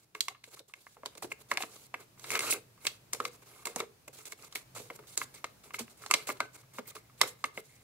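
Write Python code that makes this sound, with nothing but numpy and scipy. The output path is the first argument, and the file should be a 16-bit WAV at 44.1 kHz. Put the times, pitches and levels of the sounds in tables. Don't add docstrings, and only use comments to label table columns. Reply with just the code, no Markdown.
import sys
import numpy as np
from scipy import signal
from scipy.fft import rfft, irfft, next_fast_len
from scipy.io import wavfile
from scipy.ndimage import uniform_filter1d, map_coordinates

SR = 44100
rng = np.random.default_rng(int(sys.argv[2]) if len(sys.argv) > 2 else 0)


def attenuation_scalar(level_db):
    decades = np.asarray(level_db, float) / 20
    return 10 ** decades


def file_out(sig):
    cols = np.atleast_2d(sig).T
    lim = np.clip(cols, -1, 1)
    pcm = np.round(lim * 32767).astype(np.int16)
    wavfile.write(sys.argv[1], SR, pcm)


N = 345303


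def unit(x):
    return x / np.sqrt(np.mean(x ** 2) + 1e-20)


def along(points, hz):
    point_hz, value = np.transpose(points)
    return np.interp(np.log(hz + 1), np.log(point_hz + 1), value)


def curves(rows):
    time_s, *columns = np.transpose(rows)
    return [np.interp(np.arange(N) / SR, time_s, column) for column in columns]


def wobble(rate_hz):
    knots = rng.standard_normal(int(N * rate_hz / SR) + 4)
    return map_coordinates(knots, [np.arange(N) * rate_hz / SR])


def filtered(x, response):
    size = next_fast_len(x.shape[-1] + 4096)
    spectrum = rfft(x, size) * response(np.fft.rfftfreq(size, 1 / SR))
    return irfft(spectrum, size)[..., :x.shape[-1]]


def modes(table):
    def response(f):
        total = 0
        for k, (centre_hz, width_hz, level_db) in enumerate(table):
            damping = 1j * f * width_hz
            total = total + (-1) ** k * attenuation_scalar(level_db) * damping / (centre_hz ** 2 - f * f + damping)
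        return total
    return response


def pair(size, alike):
    common, different = rng.standard_normal((2, size))
    turn = np.arccos(np.clip(alike, 0, 1)) / 2
    return np.cos(turn) * common + np.sin(turn) * different * np.array([[1], [-1]])


def patchy(x, patch_db):
    z = signal.stft(x, nperseg=256)[2]
    field = uniform_filter1d(rng.standard_normal(z.shape[1:]), size=14, axis=0)
    field = uniform_filter1d(field, size=5, axis=1)
    return signal.istft(z * attenuation_scalar(patch_db * unit(field)), nperseg=256)[1][:, :N]


def burst(t60_s, rise_s, alike, kick):
    t = np.arange(SR // 12) / SR
    envelope = (1 - np.exp(-t / rise_s)) * attenuation_scalar(-60 * t / np.clip(t60_s, .004, .15))
    swarm = pair(len(t), alike) * envelope
    creak_samples = 30
    return swarm + kick * (np.arange(len(t)) == creak_samples)


def add(track, start_s, x, peak_db):
    at = round(start_s * SR)
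    track[:, at:at + x.shape[1]] += attenuation_scalar(peak_db) * x / np.abs(x.mean(0)).max()


# hz, density_db
HISS_SPECTRUM = [(15, -48), (25, -21.5), (53, -10), (129, -5), (233, -10), (433, -12.5), (684, -14),
                 (1620, -18.5), (1800, -20), (2420, -19), (3250, -22), (4200, -21), (15500, -25)]
# hz, likeness
HISS_LIKENESS = [(60, 0.83), (240, 0.76), (950, 0.063), (3770, -0.086), (15000, 0.025)]
# time_s, fan_db, hiss_db
FLOOR_LEVELS = [(0, -76.5, -81), (.38, -73, -80), (.7, -79, -83.5), (1.1, -77.5, -73.5), (1.5, -69, -73.5),
                (2, -73, -74), (2.42, -58, -72), (2.7, -67, -73.5), (3.15, -66.5, -72), (3.6, -70.5, -72),
                (4.2, -70.5, -75), (4.56, -76.5, -73), (4.71, -60.5, -71), (5.4, -71, -71),
                (6.6, -66.5, -73.5), (7.2, -65, -73), (7.83, -68, -75)]


def floor():
    fan_db, hiss_db = curves(FLOOR_LEVELS)

    def mid_side(hz):
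        turn = np.arccos(np.clip(along(HISS_LIKENESS, hz), -1, 1)) / 2
        return attenuation_scalar(along(HISS_SPECTRUM, hz)) * np.array([np.cos(turn), np.sin(turn)])

    mid, side = filtered(rng.standard_normal((2, N)), mid_side)
    hiss = unit(np.array([mid + side, mid - side]))
    fan = unit(filtered(rng.standard_normal(N), modes([(126, 14, 1), (104, 20, -8), (62, 22, -20)])))
    return attenuation_scalar(hiss_db + 9.5) * hiss + attenuation_scalar(fan_db + 0.81 * wobble(8.9)) * fan


# start_s, length_s, start_hiss_db, body_over_hiss_db
SLIPS_TO_REST = [(0, 0.048, -66.5, -8.5), (0.148, 0.052, -54, 2.5), (0.215, 0.091, -46, -18),
                 (0.28, 0.052, -57, 0.5), (0.681, 0.045, -59, -10), (1.054, 0.038, -50, 2.5),
                 (1.174, 0.021, -46.5, -1.5), (1.223, 0.057, -35.5, -12), (1.516, 0.079, -50, 9.5),
                 (1.63, 0.042, -42, -5), (1.936, 0.083, -65.5, 8), (2.001, 0.048, -54.5, 1.5),
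                 (2.539, 0.058, -39, 2), (2.863, 0.11, -43.5, -6), (3.129, 0.073, -41.5, -6),
                 (3.654, 0.11, -40, 1), (3.797, 0.06, -49, 6), (4.079, 0.013, -40, -0.5),
                 (4.188, 0.074, -47.5, -7.5), (4.552, 0.051, -31, -12), (4.788, 0.15, -46.5, -11.5),
                 (5.341, 0.068, -48, -8), (5.637, 0.081, -55, -1.5), (5.79, 0.068, -33.5, -4.5),
                 (6.019, 0.22, -51.5, -4.5), (6.101, 0.076, -52, 7), (6.145, 0.16, -45.5, 1),
                 (6.399, 0.065, -58, 13.5), (6.952, 0.052, -42.5, -4.5), (7.273, 0.073, -38.5, -15.5),
                 (7.452, 0.039, -41.5, -1.5)]
# start_s, length_s, end_hiss_db
PRESSES_FROM_REST = [(0.505, 0.046, -47.5), (0.752, 0.07, -65), (1.301, 0.027, -39.5),
                     (1.386, 0.037, -52.5), (1.486, 0.029, -46), (1.569, 0.054, -38), (1.648, 0.12, -52.5),
                     (2.18, 0.12, -43), (2.488, 0.013, -35), (2.806, 0.07, -45), (2.845, 0.0092, -34),
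                     (3.184, 0.051, -50), (3.313, 0.051, -55.5), (3.75, 0.049, -37.5),
                     (4.288, 0.047, -45.5), (4.374, 0.078, -52.5), (4.512, 0.12, -58.5), (4.93, 0.036, -48),
                     (5.453, 0.017, -57), (5.87, 0.053, -67), (5.898, 0.034, -57.5), (5.971, 0.062, -56),
                     (6.53, 0.036, -46.5), (6.854, 0.037, -55.5), (7.177, 0.068, -46), (7.389, 0.064, -71),
                     (7.538, 0.069, -48.5)]
# start_s, length_s, hiss_db, body_over_hiss_db
EVEN_RUBS = [(0.437, 0.057, -60, -7), (0.562, 0.044, -58.5, -5), (0.807, 0.15, -64, -22),
             (1.105, 0.054, -69.5, 2), (1.76, 0.11, -55.5, -14), (2.31, 0.07, -37.5, -4),
             (2.406, 0.1, -38, -4), (2.503, 0.015, -31.5, -34.5), (2.517, 0.023, -29, -33),
             (3.238, 0.047, -48.5, -3.5), (3.419, 0.019, -58.5, -0.5), (3.458, 0.18, -58.5, -3),
             (4.129, 0.061, -51.5, -8.5), (4.256, 0.03, -47, -7), (4.445, 0.038, -55.5, -6),
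             (4.75, 0.036, -43, -8.5), (5.07, 0.089, -53, -12.5), (5.171, 0.074, -44, -9.5),
             (5.238, 0.17, -67, -11), (5.736, 0.034, -46.5, -6.5), (6.271, 0.024, -38, -6.5),
             (6.297, 0.033, -42, -6), (6.347, 0.039, -63, 4), (6.574, 0.046, -60.5, -2),
             (6.736, 0.062, -53.5, -6.5), (6.876, 0.037, -49.5, -9.5), (7.228, 0.043, -49.5, 2),
             (7.638, 0.13, -63.5, -21), (7.755, 0.098, -66.5, -5)]
SETTLED_DB, POISED_DB, PRESS_BODY_DB = -67, -62, -5


def strokes():
    slips = [(s, length, db, SETTLED_DB, body_db) for s, length, db, body_db in SLIPS_TO_REST]
    presses = [(s, length, POISED_DB, db, PRESS_BODY_DB) for s, length, db in PRESSES_FROM_REST]
    rubs = [(s, length, db, db, body_db) for s, length, db, body_db in EVEN_RUBS]
    return slips + presses + rubs


# hz, density_db
FIBRE_SPECTRUM = [(1760, -16.5), (3000, -11.5), (3710, -7.5), (4120, -6.5), (5160, -10), (7850, -5),
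                  (8530, -8), (10300, -8.5), (15500, -14.5)]
# centre_hz, width_hz, level_db
SHEET_MODES = [(1200, 400, -2), (1638, 125, -7), (2120, 120, 2), (2700, 327, -4)]
# centre_hz, width_hz, level_db
DESK_MODES = [(437.6, 24, 0), (279, 188, -3), (432, 520, -3), (210, 250, -31.5)]


def slide():
    speed, press = np.zeros((2, N + SR))
    for start_s, length_s, first_db, last_db, body_db in strokes():
        stroke = attenuation_scalar(np.linspace(first_db, last_db, round(max(length_s, .005) * SR)))
        at = round(start_s * SR)
        speed[at:at + len(stroke)] += stroke
        press[at:at + len(stroke)] += stroke * attenuation_scalar(body_db)
    speed, press = uniform_filter1d(np.array([speed, press])[:, :N], size=200)

    def catch(fast_db):
        return unit(attenuation_scalar(0.34 * wobble(46) + fast_db * wobble(200) + 1.27 * wobble(900)))

    hiss_noise = patchy(pair(N, 0.1), patch_db=2.0)
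    hiss = unit(filtered(hiss_noise, lambda hz: attenuation_scalar(along(FIBRE_SPECTRUM, hz))))
    body_noise = patchy(pair(N, 0.64), patch_db=4.0)
    body = unit(filtered(press * catch(1.9) * body_noise, modes(SHEET_MODES)))
    desk = unit(filtered(press * catch(2.5) * pair(N, .9), modes(DESK_MODES)))
    weight = np.sqrt(np.mean(press ** 2))
    rub = attenuation_scalar(-1.5) * speed * catch(0.96) * hiss * attenuation_scalar([[-.8], [.8]])
    return rub + weight * attenuation_scalar(-3.5) * (body + desk)


# start_s, peak_db, left_right_db
FOLD_CRACKS = [(0.149, -38, -11), (0.2064, -15, -1.5), (0.283, -24, 0), (0.441, -38, 1), (0.593, -32.5, 0),
               (0.738, -40, 4), (1.0594, -23, 1), (1.152, -43, -1), (1.32, -43, -5), (1.515, -23, -10),
               (1.5726, -21.5, 7), (1.624, -22.5, 1), (2.2415, -31, 0), (2.354, -23, 7), (2.4054, -24, 1),
               (2.853, -31, -4), (2.868, -11, 0.5), (3.202, -29.5, 3), (3.252, -23, 7), (3.802, -21.5, 0),
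               (4.525, -36, -1), (4.555, -25, 3), (5.4435, -26.5, 6), (5.7478, -34, -9), (6.062, -31, -6),
               (6.1391, -6.5, -1.5), (6.371, -43.5, -4), (6.4034, -21.5, 2), (7.214, -10, -4),
               (7.4408, -23, 1)]
# start_s, peak_db, left_right_db
PINCH_CRACKS = [(0.499, -52, -2), (1.179, -37, -11), (1.2251, -54, -3), (1.538, -31, -10), (2.196, -39, -8),
                (2.3042, -23, -1), (2.317, -26, -6), (2.338, -30, -3), (2.359, -30, -2), (2.392, -17, 0),
                (2.447, -31, -3), (2.481, -29, 2), (2.508, -21, -3), (2.511, -25, -4), (2.514, -27, -1),
                (2.525, -26, 2), (3.1328, -18, 5), (3.1472, -27, 7), (3.655, -20, 0), (3.6703, -21.5, -11),
                (3.76, -19, -1.5), (4.2547, -35.5, -16), (4.321, -34, -1), (4.424, -39, -5),
                (5.1758, -11.5, -2.5), (5.237, -37, 1), (5.3448, -58, -5), (5.793, -26, -5),
                (6.111, -11.5, -3), (6.274, -42.5, -3), (6.558, -54, -6), (7.2133, -10.5, -3),
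                (7.5716, -37.5, -1)]
FOLD_HZ, PINCH_HZ = 3560, 7200
CRACK_TOP_HZ = 14400


def cracks():
    track = np.zeros((2, N + SR))
    events = [(*row, FOLD_HZ) for row in FOLD_CRACKS] + [(*row, PINCH_HZ) for row in PINCH_CRACKS]
    for start_s, peak_db, pan_db, centre_hz in events:
        def colour(hz):
            bump_db = 11.2 * np.exp(-np.log2((hz + 1) / centre_hz) ** 2 / 1.4)
            return attenuation_scalar(along(FIBRE_SPECTRUM, hz) + bump_db) / (1 + (hz / CRACK_TOP_HZ) ** 4)

        t60_s = 0.022 * attenuation_scalar(0.059 * (peak_db + 42))
        crack = filtered(burst(t60_s, rise_s=0.00013, alike=0.25, kick=3.87), colour)
        side_db = np.clip(pan_db, -7, 7) / 2
        add(track, start_s, crack * attenuation_scalar([[side_db], [-side_db]]), peak_db + 0.5)
    return track[:, :N]


# start_s, peak_db, pitch_hz,
# ring_over_sheet_db
LARGE_PANELS = [(0.151, -35, 1080, 9), (0.867, -37, 1140, -5), (0.968, -43, 770, 21),
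                (1.033, -38, 1010, 23), (1.058, -32, 960, 16), (1.224, -30.5, 800, 9),
                (1.514, -15, 1080, 8.5), (1.539, -37, 840, 12), (1.579, -25, 760, 10),
                (1.605, -28, 740, 16), (1.635, -26, 670, 5), (1.941, -23, 990, -13), (2.243, -33, 1250, -2),
                (2.354, -21, 1650, 8), (2.364, -46, 1300, 4), (2.43, -31, 1220, 10),
                (2.868, -21.5, 2520, 32), (2.87, -25, 3000, 24), (3.132, -33.5, 1250, -1),
                (3.201, -19, 1250, 12), (3.252, -27, 1200, 13), (3.67, -27.5, 1060, 4),
                (3.761, -27, 1050, -11), (3.803, -24.5, 1150, 8), (4.556, -25, 2200, 20),
                (4.762, -38, 1100, 20), (4.901, -30, 1100, -10), (5.174, -28, 1080, 1),
                (5.215, -22, 1200, 8), (5.442, -21, 940, -6), (5.706, -37, 1090, -7),
                (5.742, -28.5, 1390, 9), (6.037, -37, 1350, 24), (6.062, -30, 790, 9),
                (6.111, -16, 1200, 13), (6.138, -23, 1150, 6.5), (6.29, -26, 1130, 19),
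                (6.301, -23.5, 1260, 2), (6.403, -16, 1370, 16), (6.404, -23, 4030, 17),
                (6.784, -26.5, 1120, 9), (6.955, -44, 1140, 10.5), (6.965, -36, 1201, 10),
                (7.213, -12, 1230, -1), (7.214, -14, 1600, 3), (7.233, -22.5, 900, 11),
                (7.44, -19, 1240, 12)]
# start_s, peak_db, pitch_hz
SMALL_PANELS = [(0.15, -31.5, 2130), (0.282, -25, 990), (0.205, -54, 2170), (0.283, -27.5, 2280),
                (0.439, -38, 2100), (0.737, -31.5, 2120), (1.176, -51, 2150), (1.226, -48, 2180),
                (1.316, -30, 2120), (1.319, -25.5, 2120), (1.515, -26.5, 2520), (1.572, -16.5, 2120),
                (1.622, -25, 1800), (1.944, -26.5, 1800), (2.303, -21.5, 2540), (2.316, -28.5, 2120),
                (2.332, -32, 2230), (2.351, -21, 1700), (2.359, -31, 2300), (2.373, -30, 2220),
                (2.391, -23.5, 2000), (2.405, -27.5, 1980), (2.525, -18.5, 2620), (2.553, -44, 2450),
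                (2.852, -27, 2220), (3.131, -31.5, 2000), (3.148, -38, 2120), (3.252, -27, 2230),
                (3.654, -28, 2120), (3.671, -33, 2100), (3.806, -27.5, 2180), (4.082, -42.5, 2060),
                (4.252, -45, 2100), (4.322, -32, 2040), (4.902, -36, 2400), (5.743, -26, 2040),
                (5.785, -34, 2150), (5.879, -45, 2120), (6.111, -13.5, 2100), (6.138, -12.5, 2280),
                (6.141, -21, 4050), (6.149, -23, 2450), (6.272, -34.5, 2700), (6.291, -28.5, 2130),
                (6.404, -24.5, 2180), (7.208, -30, 1300), (7.214, -15.5, 2490), (7.216, -19, 2060),
                (7.443, -22, 2080), (7.575, -28.5, 2060)]
# start_s, peak_db
SHEET_TICKS = [(0.348, -45), (0.571, -47), (0.696, -55), (1.152, -56), (2.176, -51), (2.195, -49),
               (2.777, -51), (3.305, -55), (3.345, -53), (3.425, -56), (3.472, -56), (4.525, -46),
               (4.856, -59), (4.989, -50), (5.036, -52), (6.021, -47), (6.632, -56), (6.745, -50),
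               (6.912, -49), (7.097, -51)]
# centre_hz, width_hz, level_db
LARGE_SECOND_MODE = (1430, 900, -14.5)
# centre_hz, width_hz, level_db
SMALL_NEIGHBOUR_MODE = (1118, 254, -0.094)
LARGE_T60_S, SMALL_T60_S, TICK_T60_S = 0.031, 0.019, 0.059
TICK_HZ, SMALL_RING_DB, TICK_RING_DB = 1200, 1, 7
PANEL_DAMPING = .19


def buckles():
    large = [(*row, LARGE_T60_S, LARGE_SECOND_MODE) for row in LARGE_PANELS]
    small = [(*row, SMALL_RING_DB, SMALL_T60_S, SMALL_NEIGHBOUR_MODE) for row in SMALL_PANELS]
    ticks = [(*row, TICK_HZ, TICK_RING_DB, TICK_T60_S, LARGE_SECOND_MODE) for row in SHEET_TICKS]
    return large + small + ticks


def pops():
    track = np.zeros((2, N + SR))
    for start_s, peak_db, pitch_hz, ring_db, t60_s, partner in buckles():
        sheet = modes(sorted([partner, *SHEET_MODES]))
        own = modes([(pitch_hz, PANEL_DAMPING * pitch_hz, ring_db)])

        def panel(f):
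            snap = 0.073 * 1j * f / (600 + 1j * f)
            slowness = 1 + 1j * f / (1.38 * pitch_hz)
            return (sheet(f) + snap) * (1 + own(f)) / slowness

        pop = filtered(burst(t60_s, rise_s=0.0001, alike=0.9, kick=11.4), panel)
        add(track, start_s, pop * attenuation_scalar([[-.4], [.4]]), peak_db - 0.5)
    return track[:, :N]


# start_s, length_s, level_db, pitch_hz
NAIL_DRAGS = [(0.283, 0.04, -59, 776), (0.358, 0.087, -75.5, 4230), (0.963, 0.044, -65, 450),
              (1.231, 0.074, -63, 435), (2.324, 0.059, -39, 2304), (2.33, 0.043, -44, 460),
              (2.334, 0.048, -42, 1280), (2.425, .085, -43, 1280), (2.428, 0.065, -47, 4190),
              (2.466, 0.056, -44, 2600), (2.478, 0.019, -50, 1320), (2.502, 0.012, -41, 2600),
              (2.507, 0.0092, -29, 7800), (2.508, 0.015, -31.5, 9800), (2.538, 0.051, -47, 442),
              (3.144, 0.031, -54, 497), (3.21, 0.088, -52, 480), (3.492, 0.15, -68, 10500),
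              (3.55, 0.17, -66.5, 1110), (3.689, 0.032, -53, 477), (3.81, 0.032, -41.5, 424),
              (4.079, 0.031, -58.5, 462), (4.565, 0.032, -64, 2120), (4.762, 0.041, -57, 2330),
              (4.795, 0.071, -59, 470), (5.338, 0.058, -63, 2130), (5.802, 0.017, -44.5, 230),
              (6.139, 0.054, -59, 440), (6.296, 0.036, -48.5, 430), (6.575, 0.042, -74, 2120),
              (6.702, 0.13, -76, 2120), (6.855, 0.071, -63, 2120), (6.871, 0.032, -52, 14300),
              (6.98, .04, -69, 2120), (7.047, 0.044, -74, 2120), (7.221, 0.082, -52, 505),
              (7.576, 0.03, -51, 430), (7.694, 0.13, -70, 2130)]


def drags():
    track = np.zeros((2, N + SR))
    stutter = attenuation_scalar(1.4 * wobble(250))
    for start_s, length_s, level_db, pitch_hz in NAIL_DRAGS:
        size, at = round(max(length_s, .005) * SR), round(start_s * SR)
        stroke = stutter[at:at + size] * attenuation_scalar(np.linspace(0, -5, size))
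        stroke = np.pad(stroke, (0, 2048))
        sing = filtered(stroke * pair(len(stroke), 0.98), modes([(pitch_hz, 0.11 * pitch_hz, 0)]))
        track[:, at:at + len(stroke)] += attenuation_scalar(level_db) * unit(sing) * np.sqrt(size / len(stroke))
    return track[:, :N]


# start_s, peak_db, pitch_hz
DESK_PUSHES = [(0.472, -55, 520), (0.598, -52.5, 510), (0.97, -62, 442), (1.03, -46.5, 650),
               (1.058, -43.5, 557), (1.149, -51.5, 505), (1.176, -55, 480), (1.224, -39.5, 530),
               (1.241, -36, 333), (1.314, -44, 437), (1.515, -40, 446), (1.632, -37, 454),
               (1.943, -44, 452), (2.39, -38.5, 390), (2.524, -35.5, 305), (3.137, -43.5, 504),
               (3.147, -57, 503), (3.199, -36, 425), (3.247, -39.5, 440), (3.657, -41.5, 676),
               (3.759, -34, 452), (3.799, -34, 360), (4.759, -46.5, 500), (4.797, -43.5, 426),
               (4.852, -57, 479), (4.902, -40, 442), (4.949, -62, 355), (4.988, -45.5, 386),
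               (5.023, -53, 324), (5.173, -44, 307), (5.44, -38, 440), (5.799, -44, 233), (6.137, -31, 456),
               (6.288, -34, 434), (6.401, -32, 437), (6.783, -37.5, 290), (6.787, -39.5, 456),
               (6.954, -49, 280), (7.21, -31, 405), (7.232, -37.5, 505), (7.442, -41, 470),
               (7.573, -36.5, 466)]
DESK_DELAY_S = .002


def thuds():
    track = np.zeros((2, N + SR))
    for start_s, peak_db, pitch_hz in DESK_PUSHES:
        desk = modes([(pitch_hz, 0.23 * pitch_hz, 2), *DESK_MODES])
        thud = filtered(burst(0.044, rise_s=0.00083, alike=0.74, kick=0), desk)
        add(track, start_s + DESK_DELAY_S, thud, peak_db + 4.5)
    return track[:, :N]


# start_s, peak_db, start_hz, end_hz, t60_s
CORNER_FLAP = (6.408, -38.5, 1570, 1500, .2)


def flap():
    track, t = np.zeros((2, N + SR)), np.arange(SR // 5) / SR
    start_s, peak_db, start_hz, end_hz, t60_s = CORNER_FLAP
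    pitch_hz = end_hz + (start_hz - end_hz) * np.exp(-t / 0.048)
    tone = np.sin(2 * np.pi * np.cumsum(pitch_hz) / SR) * attenuation_scalar(-60 * t / t60_s)
    add(track, start_s, tone * np.ones((2, 1)), peak_db)
    return track[:, :N]


# hz, t60_s
ROOM_DECAY = [(300, 0.32), (1500, 0.29), (8000, 0.2)]


def room(x):
    out = np.zeros((2, N + SR))
    stir = SR // 8
    for at in range(0, N, stir):
        hz, t, z = signal.stft(rng.standard_normal((2, SR // 3)), SR, nperseg=256)
        decay = attenuation_scalar(-60 * t / along(ROOM_DECAY, hz)[:, None])
        tail = signal.istft(z * decay, SR, nperseg=256)[1]
        tail = tail / np.linalg.norm(tail[0])
        answer = signal.fftconvolve(x.mean(0)[None, at:at + stir], tail, axes=1)
        out[:, at + 150:][:, :answer.shape[1]] += answer
    return out[:, :N]


# hz, lean_db
RIGHT_LEAN = [(250, 0.104), (500, 0.81), (1200, 0.01), (4000, 0.13), (9000, 0.87)]
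# hz, level_db
ROOM_LEVEL = [(300, -9), (440, -11), (1100, -18), (1750, -13), (2120, -17.5), (2600, -15.5), (4050, -11),
              (8000, -13.5)]
# hz, level_db
STEREO_WIDTH = [(200, 0.5), (330, -11.5), (550, 3), (1000, 0)]
LEFT_LAG_S = 3.5 / SR
LOW_CUT_HZ = 130


def scene():
    paper = slide() + cracks() + pops() + drags() + thuds() + flap()
    paper = filtered(paper, lambda hz: (1j * hz / (LOW_CUT_HZ + 1j * hz)) ** 2)
    side = np.array([[-1], [1]])

    def to_microphones(hz):
        return np.exp(side * 1j * np.pi * hz * LEFT_LAG_S) * attenuation_scalar(side * along(RIGHT_LEAN, hz))

    direct = filtered(paper, to_microphones)
    near = direct + filtered(room(paper), lambda hz: attenuation_scalar(along(ROOM_LEVEL, hz)))
    mid = near.mean(0)
    return mid + filtered(near - mid, lambda hz: attenuation_scalar(along(STEREO_WIDTH, hz))) + floor()


def low_pass(x):
    return signal.sosfilt(signal.butter(12, 16960, fs=SR, output="sos"), x)


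def record(dry):
    rounded = dry / (1 + np.abs(dry / .85) ** 3) ** (1 / 3)
    top_roll_off = [(15700, 0), (15950, -22), (16800, -30), (17000, -120)]  # hz, level_db
    mix = filtered(rounded, lambda hz: attenuation_scalar(along(top_roll_off, hz)))
    return low_pass(mix)


dry = scene()
out = record(dry)
file_out(out)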